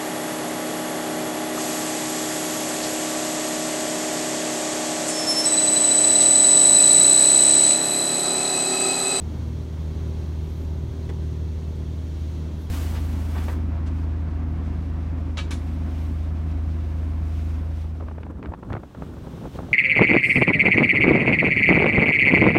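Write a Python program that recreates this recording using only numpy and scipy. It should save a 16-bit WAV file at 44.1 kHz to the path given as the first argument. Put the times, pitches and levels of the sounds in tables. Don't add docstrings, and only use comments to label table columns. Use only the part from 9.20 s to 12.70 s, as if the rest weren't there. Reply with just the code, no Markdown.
import sys
import numpy as np
from scipy import signal
from scipy.fft import rfft, irfft
from scipy.io import wavfile
from scipy.ndimage import uniform_filter1d

SR = 44100
rng = np.random.default_rng(int(sys.argv[2]) if len(sys.argv) > 2 else 0)


def unload_audio(sound):
    columns = np.transpose(np.atleast_2d(sound))
    steps = np.round(np.clip(columns, -1, 1) * 32767)
    wavfile.write(sys.argv[1], SR, steps.astype(np.int16))


N = 154350

# multiple of the turn rate, base level in dB, waver in dB,
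# drift in dB per second as the car creeps on.
MOTOR_ORDERS = [(1, -61, 10, 0), (2, -28.5, -0.1, 0), (3, -45, -7, 0), (4, -40, 1, -0.5), (5, -55, 2, 4.5),
                (6, -48, -0.5, -2), (7, -57, 3.5, 2.5), (8, -79, 7.5, 1.5), (9, -52.5, 3, 2.5),
                (11, -63, 2.5, -3), (12, -62, 1.5, -0.5), (13, -73, 6, -4), (14, -69, 3, -1.5),
                (15, -70.5, -2, -2), (16, -72, 8, 1.5), (19, -80.5, 2.5, -10), (20, -89, -8, 10),
                (22, -71, 2, -0.5), (24, -82, 1.5, -2)]
# time in seconds, gain in dB.
DRONE_RIDE = [(0, -1.5), (.16, -1.9), (.4, -0.2), (.46, -4), (.6, 0.5), (.98, 0), (1.06, -2), (1.2, 1.2),
              (1.32, -1.5), (1.5, 1.5), (1.72, -2.9), (2.0, 0.7), (2.28, 1.3), (2.42, -0.2), (2.84, 0),
              (3.04, 1), (3.36, -1.5), (3.5, -3.5)]
# time in seconds, level in dB.
SINGING_RIDE = [(0, -57), (.22, -57), (.42, -47), (.58, -55.5), (.85, -47), (1.1, -51), (1.55, -48),
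                (1.95, -45.5), (2.2, -48.5), (2.6, -52), (3.1, -59.5), (3.5, -52.5)]
TURN_HZ, SPEED_WANDER, SMEAR_RAD_PER_HZ = 39.05, 0.00054, 0.0028

# frequency in Hz, relative level in dB.
RUMBLE_COLOUR = [(18, -30), (25, -16), (33, -4.5), (42, -10), (57, 1), (75, -5), (88, -4.5), (103, -1.5),
                 (125, -2), (145, -7), (175, -8), (215, -11), (265, -10), (315, -10.5), (370, -17),
                 (430, -19.5), (480, -20), (620, -22), (740, -27.5), (950, -27), (1200, -33), (1500, -38.5),
                 (3000, -62)]
# time in seconds, gain in dB.
BOOM_RIDE = [(0, 2.3), (.45, 0.5), (1.3, 0), (2.0, -1), (2.6, -2.5), (3.05, 2), (3.5, 0)]
BOX_RIDE = [(0, -0.7), (1.0, -1), (2.3, -1), (2.8, -1.5), (3.5, -1.7)]
WASH_RIDE = [(0, 1), (.9, 0), (1.6, -.3), (2.4, -2.1), (3.0, -1.7), (3.5, 0.7)]
RUMBLE_DB, RUMBLE_WAVER_DB, THROB_DEPTH, CROSSOVERS_HZ = -35.5, 0.49, 0.08, (175, 340, 680)

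# start in seconds, level in dB.
CONTACTS = [(1.8925, -46), (1.8991, -47)]
# frequency in Hz, relative level in dB.
CRACK_COLOUR = [(300, -10), (900, -4), (1400, -4), (1750, -5), (2100, 7), (2600, -4), (3300, 1), (3800, -6),
                (5000, -10), (8200, -9), (10500, -23), (15500, -21)]
ECHO_COLOUR = [(150, -13), (300, 1), (480, -3), (650, 2), (1000, -9), (1500, -13), (3000, -42)]
# frequency in Hz, relative level in dB, seconds to fall by 60 dB.
PLASTIC_MODES = [(1800, -8, .04), (2000, 0.5, 0.048), (2130, -3, 0.057), (2260, -6.5, 0.036),
                 (3380, 0, 0.014)]
PANEL_MODES = [(305, -10, 0.077), (397, 3, 0.15), (458, 0, 0.15), (804, -13, 0.14), (937, -10, 0.11)]
PLASTIC_DB, PANEL_DB, PANEL_DELAY_S = -2, -38, 0.00348
ECHO_DB, ECHO_DELAY_S = 3, 0.0038

# frequency in Hz, relative level in dB.
AIR_COLOUR = [(300, -8.5), (1000, 0), (1550, 1), (2100, -0.5), (2450, -1.5), (2900, -1), (3200, -0.5),
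              (4300, -1.5), (4600, -2.5), (4950, -6), (5400, -3.5), (6200, -3), (7000, -7), (7600, -13),
              (8300, -10.5), (9000, -12), (9800, -14.5), (10400, -20.5), (11400, -16), (12800, -16.5),
              (14000, -19.5), (15700, -20)]
# centre in Hz, width in Hz, lift in dB.
DUCT_RESONANCES = [(1854, 22, 4), (2136, 64, 6), (2270, 24, 5), (2640, 24, 8.5), (3170, 30, 3),
                   (3300, 27, 4.5), (3586, 15, 8.5), (3950, 67, 4), (6130, 55, -1)]
# time in seconds, gain in dB.
AIR_RIDE = [(0, 0.6), (.7, 0.5), (1.5, 0), (2.3, -0.2), (2.7, 0.3), (3.2, 0), (3.5, -1)]
AIR_DB, AIR_WAVER_DB, AIR_FLICKER_DB = -55, 0.5, 0.26
RIPPLE_DB, RIPPLE_SPACING_HZ = 1.5, 45.16

# start in seconds, length in seconds, level in dB.
SPRAY_BURSTS = [(1.203, 0.42, -70), (3.35, 0.22, -68.5)]
# frequency in Hz, relative level in dB.
SPRAY_COLOUR = [(7000, -35), (10400, -12), (11000, -2), (12000, -3), (12800, -3), (13600, -4), (15600, -8)]
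# centre in Hz, width in Hz, relative level in dB.
NOZZLE_WHISTLES = [(10950, 110, -4), (11440, 170, -2), (12490, 90, -3), (12900, 140, -4), (13990, 90, -8),
                   (15380, 120, -9)]
SPRAY_ATTACK_S, SPRAY_RELEASE_S, SPUTTER_DB = 0.041, 0.21, 2
WHISTLE_DB, WHISTLE_WAVER_DB = -5, 2.5

# start in seconds, level in dB.
DROP_HITS = [(.445, -71.5), (2.555, -68)]
# frequency in Hz, relative level in dB, seconds to fall by 60 dB.
DROP_MODES = [(8000, 4, 0.091), (11900, -3, .04), (13100, -3, .04)]

FADE_IN_S, TOP_HZ = .003, 15750


def motor(angle):
    def harmonic(order):
        smear = SMEAR_RAD_PER_HZ * order * TURN_HZ * rng.standard_normal()
        return np.sqrt(2) * np.cos(order * angle + smear)
    since_middle = (np.arange(N) - N / 2) / SR
    drone = sum(harmonic(round(order)) * undb(db + waver * wobble(5.14) + drift * since_middle)
                for order, db, waver, drift in MOTOR_ORDERS)
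    singing = harmonic(10) * undb(curve(SINGING_RIDE) + 0.41 * wobble(9.0))
    return drone * undb(curve(DRONE_RIDE)) + singing


def rumble(angle):
    whole = noise(RUMBLE_COLOUR) * undb(RUMBLE_DB + RUMBLE_WAVER_DB * wobble(5.6))
    below = [signal.sosfiltfilt(signal.butter(4, hz, fs=SR, output="sos"), whole)
             for hz in CROSSOVERS_HZ]
    deep, boom, box, wash = np.diff([np.zeros(N), *below, whole], axis=0)
    throb = 1 + THROB_DEPTH * np.cos(2 * angle)
    return (deep + boom * undb(curve(BOOM_RIDE)) + box * undb(curve(BOX_RIDE))
            + wash * throb * undb(curve(WASH_RIDE)))


def plastic_clack(t):
    thud = undb(PANEL_DB) * ring(t - CONTACTS[0][0] - PANEL_DELAY_S, PANEL_MODES)
    hits = np.zeros(N)
    for start, db in CONTACTS:
        age = t - start
        crack = noise(CRACK_COLOUR) * decay(age, t60=0.037)
        body = undb(PLASTIC_DB) * ring(age, PLASTIC_MODES)
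        echo = undb(ECHO_DB) * noise(ECHO_COLOUR) * decay(age - ECHO_DELAY_S, t60=0.12)
        hits += undb(db) * (crack + body + echo)
    return thud + hits


def air_rush():
    hz = np.arange(N // 2 + 1) * SR / N
    ripple = np.interp(hz / RIPPLE_SPACING_HZ, np.arange(len(hz)), rng.standard_normal(len(hz)))
    ducted = noise(AIR_COLOUR, DUCT_RESONANCES)
    rush = unit(irfft(rfft(ducted) * undb(RIPPLE_DB * ripple), N))
    turbulence_db = AIR_WAVER_DB * wobble(9.18) + AIR_FLICKER_DB * wobble(50)
    return rush * undb(AIR_DB + curve(AIR_RIDE) + turbulence_db)


def spray(t):
    envelope, whistles = np.zeros((2, N))
    for start, length, db in SPRAY_BURSTS:
        attack = (t - start) / SPRAY_ATTACK_S
        release = (start + length - t) / SPRAY_RELEASE_S
        envelope += undb(db) * np.clip(np.minimum(attack, release), 0, 1)
    for hz, width, db in NOZZLE_WHISTLES:
        whistle = signal.lfilter(*signal.iirpeak(hz, hz / width, fs=SR), rng.standard_normal(N))
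        whistles += unit(whistle) * undb(db + WHISTLE_WAVER_DB * wobble(25))
    hiss = noise(SPRAY_COLOUR) + undb(WHISTLE_DB) * whistles
    return envelope * hiss * undb(SPUTTER_DB * wobble(120))


def drops(t):
    return sum(undb(db) * ring(t - start, DROP_MODES) for start, db in DROP_HITS)


def undb(db):
    return 10 ** (np.asarray(db) / 20)


def unit(x):
    return x / np.sqrt(np.mean(x ** 2))


def curve(rows):
    return np.interp(np.arange(N) / SR, *np.array(rows).T)


def wobble(rate_hz):
    hold = int(SR / rate_hz)
    steps = np.repeat(rng.standard_normal(N // hold + 1), hold)
    return 1.27 * uniform_filter1d(uniform_filter1d(steps, hold), hold)[:N]


def noise(colour, resonances=()):
    hz = np.maximum(np.arange(N // 2 + 1) * SR / N, 1)
    point_hz, point_db = np.array(colour).T
    eq_db = np.interp(np.log(hz), np.log(point_hz), point_db)
    for centre, width, lift in resonances:
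        eq_db += lift / (1 + (2 * (hz - centre) / width) ** 2)
    return unit(irfft(rfft(rng.standard_normal(N)) * undb(eq_db), N))


def decay(age, t60):
    return (age >= 0) * np.exp(-np.log(1000) * np.maximum(age, 0) / t60)


def ring(age, modes):
    return sum(undb(db) * decay(age, t60) * np.sin(2 * np.pi * hz * age) for hz, db, t60 in modes)


def scene():
    t = np.arange(N) / SR
    turn_hz = TURN_HZ * (1 + SPEED_WANDER * wobble(2.94))
    angle = 2 * np.pi * np.cumsum(turn_hz) / SR
    return (motor(angle) + rumble(angle) + air_rush() + spray(t) + plastic_clack(t) + drops(t))[None]


def record(dry):
    fade_in = np.minimum(np.arange(N) / SR / FADE_IN_S, 1)
    high_cut = signal.ellip(12, .1, 70, TOP_HZ, fs=SR, output="sos")
    return signal.sosfilt(high_cut, dry * fade_in)


dry = scene()
out = record(dry)
unload_audio(out)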